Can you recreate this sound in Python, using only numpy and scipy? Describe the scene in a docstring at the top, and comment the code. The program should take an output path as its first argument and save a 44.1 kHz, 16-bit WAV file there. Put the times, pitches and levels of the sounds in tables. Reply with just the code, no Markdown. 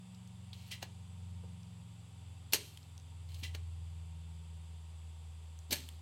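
"""Solder sucker at a workbench

A spring-loaded solder sucker is cocked and fired twice over a circuit board, with ticks and dull bumps of handling.
Cocking is grainy friction, leaking and puffing air and a catch; firing is a rush, a crack, rattle and decaying sines.
These contacts and air sounds are filtered noise, heard in a small room.
A fan hisses as noise through resonances; a motor hums as sines at multiples of its falling shaft speed."""
import sys
import numpy as np
from scipy import signal
from scipy.io import wavfile
from scipy.ndimage import uniform_filter1d

SR = 44100
rng = np.random.default_rng(int(sys.argv[2]) if len(sys.argv) > 2 else 0)


def to_wav(sig):
    """Store sig (one row per channel, or 1-D mono) as 16-bit WAV at the path in sys.argv[1].

    Samples outside -1..1 are clipped; the rate is SR.
    """
    pcm = np.clip(np.atleast_2d(sig), -1, 1) * 32767
    pcm = np.round(pcm).astype(np.int16)
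    wavfile.write(sys.argv[1], SR, pcm.T)  # frames by channels


N = 265080
T = np.arange(N) / SR  # s

# Resonances of the pump's barrel and spring. Each row: frequency in Hz, width in Hz, lift in dB.
BARREL_MODES = [(2260, 140, 4), (2410, 25, 4.5), (2810, 130, 8), (3090, 140, 7.5), (3363, 41, 7),
                (3920, 70, 7.5), (4130, 100, 10), (4400, 140, 9.5), (4750, 60, 3), (5600, 110, 1.5),
                (6280, 36, 8), (6590, 140, 5.5), (8160, 300, 5.5), (11100, 81, -13), (14000, 47, 5)]


def gain_of(db):
    """Decibels to amplitude."""
    return 10 ** (np.asarray(db) / 20)


def read(points, hz):
    """A table of (Hz, value) interpolated on a log-frequency axis."""
    f, value = np.transpose(points)
    return np.interp(np.log(hz + 1), np.log(f + 1), value)


def colour(x, spectrum, modes=(), tilt_db_per_octave=0, size=8192):
    """Causal minimum-phase filter of unit energy: a broad spectrum with ringing resonances on it."""
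    hz = abs(np.fft.fftfreq(size, 1 / SR))
    lift = 1 + sum((gain_of(db) ** 2 - 1) / (1 + (2 * (hz - f) / width) ** 2) for f, width, db in modes)
    broad_db = read(spectrum, hz) + tilt_db_per_octave * np.log2(1 + hz / 1000)
    gain = gain_of(broad_db) * np.sqrt(np.maximum(lift, 1e-3))
    # the Hilbert transform of log gain gives the minimum phase
    response = np.exp(np.conj(signal.hilbert(np.log(gain))))
    ring = np.fft.ifft(response).real[:size // 2]
    return signal.oaconvolve(x, ring / np.linalg.norm(ring))[:N]


def burst(peak_s, db, rise_s, fall_s):
    """Dense tiny contacts of random sign that swell up to peak_s and die away exponentially."""
    decay = np.maximum((peak_s - T) / rise_s, (T - peak_s) / fall_s)
    shape = np.exp(-np.minimum(decay, 50))
    return gain_of(db) * shape * rng.choice([-1., 1.], N)


def clumps(depth_db, size=64):
    """A random gain with an rms swing of depth_db, varying over about size samples."""
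    wander = np.sqrt(size) * uniform_filter1d(rng.standard_normal(N), size)
    return gain_of(depth_db * wander)


def rub(start_s, end_s, db, grain_db):
    """Grainy sliding friction: noise of clumped level between two times."""
    gate = uniform_filter1d(1. * (T > start_s) * (T < end_s), size=60)
    return gain_of(db) * clumps(grain_db) * gate * rng.standard_normal(N)


def motor(between_db=-79.5):
    """The motor slows; each shaft order swells and fades as it sinks through the fixed resonances."""
    # Run-down. Each row: time in s, shaft speed in turns per s.
    run_down = [(0, 23.01), (1.2, 22.47), (2.4, 21.63), (3.6, 20.86), (5, 20.26), (6, 20.03)]
    # Humming shaft orders. Each row: multiple of shaft speed, relative strength in dB.
    orders = [(4, 0), (5, 0), (7, 0), (8, 0), (9, -16), (12, -16)]
    # Low resonances of casing, bench and room. Each row: frequency in Hz, width in Hz, level in dB.
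    hum_modes = [(81.37, 4.6, -48.5), (83.56, 1.93, -43.5), (86.8, 0.98, -50.5), (89.55, 1.5, -46.5),
                 (91.1, .7, -53.5), (104.65, 3, -56.5), (110.26, 5.4, -53.5), (114.1, 2.2, -55),
                 (147.2, 8.9, -61), (156.2, 6.2, -60.5), (164.6, 3.1, -58.5), (177.64, 5, -56),
                 (184, 4.1, -55), (203, 12.6, -53.5), (259.4, 19, -59)]
    speed = np.interp(T, *np.transpose(run_down))
    turns = np.cumsum(speed) / SR
    hz = np.arange(60, 300, .1)
    power = gain_of(between_db) ** 2  # floor between the resonances
    for f, width, db in hum_modes:
        power = power + (gain_of(db) / (1 + (2 * (hz - f) / width) ** 2)) ** 2
    amplitude = np.sqrt(2 * power)  # rms to peak
    hum = np.zeros(N)
    for order, db in orders:
        level = gain_of(db) * np.interp(order * speed, hz, amplitude)
        hum += level * np.sin(2 * np.pi * (order * turns + rng.random()))
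    return hum


def fan(db=-62, echo_db=-6, echo_s=0.016):
    """Steady hiss of moving air; quick echoes in the housing ripple its treble."""
    # Workshop air. Each row: frequency in Hz, level in dB.
    floor = [(20, -17), (50, -6), (75, 22), (180, 7.5), (290, -3.5), (420, 1.5), (680, -3), (1000, -1),
             (1700, -9), (2700, -3), (5500, -15), (10500, -15), (13000, -23), (16000, -28)]
    # The fan's resonances. Each row: frequency in Hz, width in Hz, lift in dB.
    fan_modes = [(775, 37, 7.7), (927, 20.3, 9.9), (2680, 43, 5.1), (3030, 59, 5.1), (3470, 325, 7.4),
                 (4780, 440, 7.4), (5350, 8.5, 2.1), (5700, 42, 5), (6140, 73, 4), (7400, 730, 9.5),
                 (7700, 150, 12.8), (8000, 48, 12), (8940, 193, 11.2)]
    hiss = colour(rng.standard_normal(N), floor, fan_modes)
    # differencing favours the treble
    echoes = np.diff(rng.standard_normal(2049)) * np.exp(-T[:2048] / echo_s)
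    echoed = signal.oaconvolve(hiss, echoes / np.linalg.norm(echoes))[:N]
    return gain_of(db) * (hiss + gain_of(echo_db) * echoed)


def ticks(top_db=-8):
    """Light touches of metal and plastic, each with one broad ring and a band above it."""
    # Tool touches. Each row: time in s, level in dB, ring in Hz, decay in s, treble relative to ring in dB.
    touches = [(0.1464, -55.5, 4470, 0.0035, -17), (0.275, -55, 6000, 0.0011, -11),
               (0.531, -44, 3870, .005, -25), (1.6325, -58, 5230, .001, -16),
               (2.7738, -43, 3080, 0.0019, -16), (2.83, -54.5, 5000, 0.00098, -28),
               (2.979, -43, 5250, 0.00075, -18), (2.999, -57, 5650, .001, -18),
               (3.344, -51.5, 4100, 0.0088, -10), (5.59, -50, 5800, .001, -12),
               (5.8888, -40.5, 2900, 0.0017, -9.5)]
    out = np.zeros(N)
    for time_s, db, hz, length_s, treble_db in touches:
        ring = [(hz / 4, -34), (hz / 2.1, -20), (hz / 1.2, -2), (hz, 0), (hz * 1.16, -3),
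                (hz * 1.74, treble_db), (10000, treble_db), (16000, treble_db + top_db)]
        out += colour(burst(time_s, db, 0.00038, length_s), ring)
    return out


def cockings(puff_s=0.023, latch_s=0.0037, leak_lead_s=0.036, chatter_db=-11, chatter_s=0.015):
    """The plunger slides down, air leaks past its seal and puffs from the barrel, and the catch drops in."""
    # Plunger strokes. Each row: start in s, bottom in s, slide in dB, leak in dB, puff in dB, puff rise in s.
    strokes = [(0.537, 0.717, -64.5, -65.5, -39.5, 0.0041), (3.288, 3.436, -65.5, -61.5, -40, 0.0035)]
    # The catch snaps in. Each row: time in s, level in dB.
    latches = [(0.8288, -36), (3.55, -40.5)]
    # Air column in the barrel. Each row: frequency in Hz, width in Hz, lift in dB.
    air_modes = [(2004, 68, 11.5), (2790, 110, 10), (3130, 71, 11), (3400, 46, 6.5), (4050, 77, 12),
                 (5460, 76, 4)]
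    # Colour of slide and puff. Each row: frequency in Hz, level in dB.
    puff_colour = [(100, -15), (1450, -15.5), (1950, -4), (2400, -2), (3000, -2), (5000, -4), (8000, -9.5),
                   (13000, -18), (16000, -16)]
    # Air leaking past the piston seal. Each row: frequency in Hz, level in dB.
    leak_colour = [(1000, -23), (4000, -6), (7000, 6), (9000, -2), (12000, 12), (14500, -1.5), (16000, 7)]
    # Colour of the catch. Each row: frequency in Hz, level in dB.
    catch_colour = [(80, -19), (380, 0.5), (850, 3), (1200, -9), (1600, -1), (4000, -4.5), (6000, -6),
                    (9000, -15), (13000, -12.5), (16000, -18)]
    slide, air, leak, catch = np.zeros((4, N))
    for start_s, bottom_s, slide_db, leak_db, puff_db, rise_s in strokes:
        slide += rub(start_s, bottom_s, slide_db, grain_db=3.0)
        air += burst(bottom_s, puff_db, rise_s, puff_s)
        # a weak leak all the way, swelling shortly before the bottom
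        leak += rub(start_s, bottom_s, leak_db - 11, grain_db=0.0)
        leak += burst(bottom_s - leak_lead_s, leak_db, 0.019, 0.015)
    for time_s, db in latches:
        catch += burst(time_s, db, 0.0018, latch_s)
        catch += burst(time_s, db + chatter_db, 0.0073, chatter_s)
    pump = colour(slide, puff_colour, BARREL_MODES) + colour(catch, catch_colour, BARREL_MODES)
    return pump + colour(air, puff_colour, air_modes) + colour(leak, leak_colour)


def bumps(rise_s=0.00079, length_s=0.0077, spread=1.37):
    """Short, heavily damped thuds of the pump against hand and board, with little treble."""
    # Each row: time in s, level in dB, ring in Hz.
    knocks = [(0.827, -53, 413), (1.436, -48.5, 420), (2.54, -39.5, 430), (3.425, -51, 223),
              (5.7, -47.5, 272), (5.719, -40.5, 258)]
    out = np.zeros(N)
    for time_s, db, hz in knocks:
        thud = [(hz / 8, -20), (hz / spread, -3), (hz, 0), (hz * spread, -7), (hz * 4, -35), (hz * 16, -70)]
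        out += colour(burst(time_s, db, rise_s, length_s), thud)
    return out


def firings(run_up=0.9, buzz_db=-50, buzz_s=0.083):
    """The piston rushes up, cracks against its stop, and leaves the spring rattling, buzzing and ringing."""
    # Firings. Each row: trigger in s, piston at the stop in s, rush in dB, crack in dB, crack decay in s,
    # rattle in dB, rattle decay in s, treble tilt in dB per octave.
    shots = [(2.5236, 2.5344, -38, -16.5, 0.0011, -23.5, 0.013, 0.2),
             (5.7073, 5.7292, -40.5, -27, 0.0076, -38, 0.028, -0.56)]
    # Colour of the rush. Each row: frequency in Hz, level in dB.
    rush_colour = [(100, -8), (650, -11), (1150, -15), (2300, -13.5), (4000, -2), (6000, -7), (9000, -19),
                   (13300, -8.5), (16000, -17)]
    # Colour of crack and rattle. Each row: frequency in Hz, level in dB.
    slam_colour = [(40, -38), (150, -7.5), (550, -10), (900, -7), (1250, -14), (1750, -3.5), (3000, -3),
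                   (4500, -2.5), (7000, -3.5), (9500, -7), (13300, -1), (16000, -18)]
    # Wooden bench under the board. Each row: frequency in Hz, width in Hz, lift in dB.
    bench_modes = [(258, 19, 9.5), (418, 40, 9), (592, 36, 10.5), (905, 120, 3)]
    # Dense buzz of the coils. Each row: frequency in Hz, level in dB.
    coil_colour = [(500, -24), (2000, -11.5), (3300, -7), (4600, -4), (5600, -13), (8300, -10),
                   (10000, -20), (16000, -25)]
    # Long rings of the steel spring. Each row: frequency in Hz, level relative to the crack in dB, t60 in s.
    spring_rings = [(3150, -33, 0.5), (4700, -41, 0.4), (6450, -33, 0.22), (6430, -38, .2), (8300, -32, .3),
                    (8150, -35, 0.28), (12140, -43, .15)]
    out = np.zeros(N)
    for trigger_s, stop_s, rush_db, crack_db, crack_s, rattle_db, rattle_s, tilt_db in shots:
        out += colour(rub(trigger_s, stop_s, rush_db, grain_db=-1.5), rush_colour)
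        # a hard stop starts at once; a cushioned one builds up first
        rise_s = max(run_up * (crack_s - .001), 1e-4)
        crack = burst(stop_s, crack_db, rise_s, crack_s)
        # the coils slap the barrel in uneven clumps
        rattle = burst(stop_s, rattle_db, 1e-4, rattle_s) * clumps(depth_db=3.5)
        out += colour(crack + rattle, slam_colour, bench_modes + BARREL_MODES, tilt_db)
        buzz = burst(stop_s, buzz_db, 1e-4, buzz_s) * clumps(depth_db=2.0)
        out += colour(buzz, coil_colour)
        age_s = np.clip(T - stop_s, 0, 2)
        for hz, db, t60_s in spring_rings:
            # touching coils make each ring flutter
            flutter = clumps(depth_db=3.0, size=300)
            level = gain_of(crack_db + db - 60 * age_s / t60_s)
            out += flutter * level * np.sin(2 * np.pi * hz * age_s)
    return out


def room(x, gap_s=.006):
    """A small room: a diffuse tail, each band dying at its own speed."""
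    # Each row: frequency in Hz, t60 in s.
    t60_points = [(150, 0.5), (600, 0.34), (1500, 0.16), (3800, .5), (8000, 0.52), (14000, 1)]
    # Each row: frequency in Hz, tail level in dB.
    tail_points = [(150, -2.5), (700, -12), (1800, -9.5), (4000, -17.5), (8000, -17), (14000, -25)]
    hz, t, z = signal.stft(rng.standard_normal(SR), SR, nperseg=256)
    t60_s = read(t60_points, hz)[:, None]
    decay = gain_of(read(tail_points, hz)[:, None] - 60 * t / t60_s)
    # keeps a band's energy independent of its decay time
    unit_energy = np.sqrt(np.log(1e6) / (t60_s * SR))
    diffuse = signal.istft(z * decay * unit_energy, SR, nperseg=256)[1]
    tail = np.r_[np.zeros(int(gap_s * SR)), diffuse]
    return x + signal.fftconvolve(x, tail)[:N]


def scene():
    """The pump and tools in the room, over motor and fan."""
    handling = ticks() + cockings() + bumps() + firings()
    return (room(handling) + motor() + fan())[None]


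def record(dry, edge_hz=16100):
    """The recorder's band limit: a linear-phase low-pass."""
    lowpass = signal.firwin(301, edge_hz, window=("kaiser", 9), fs=SR)
    return signal.oaconvolve(dry, lowpass[None], "same")


dry = scene()
out = record(dry)
to_wav(out)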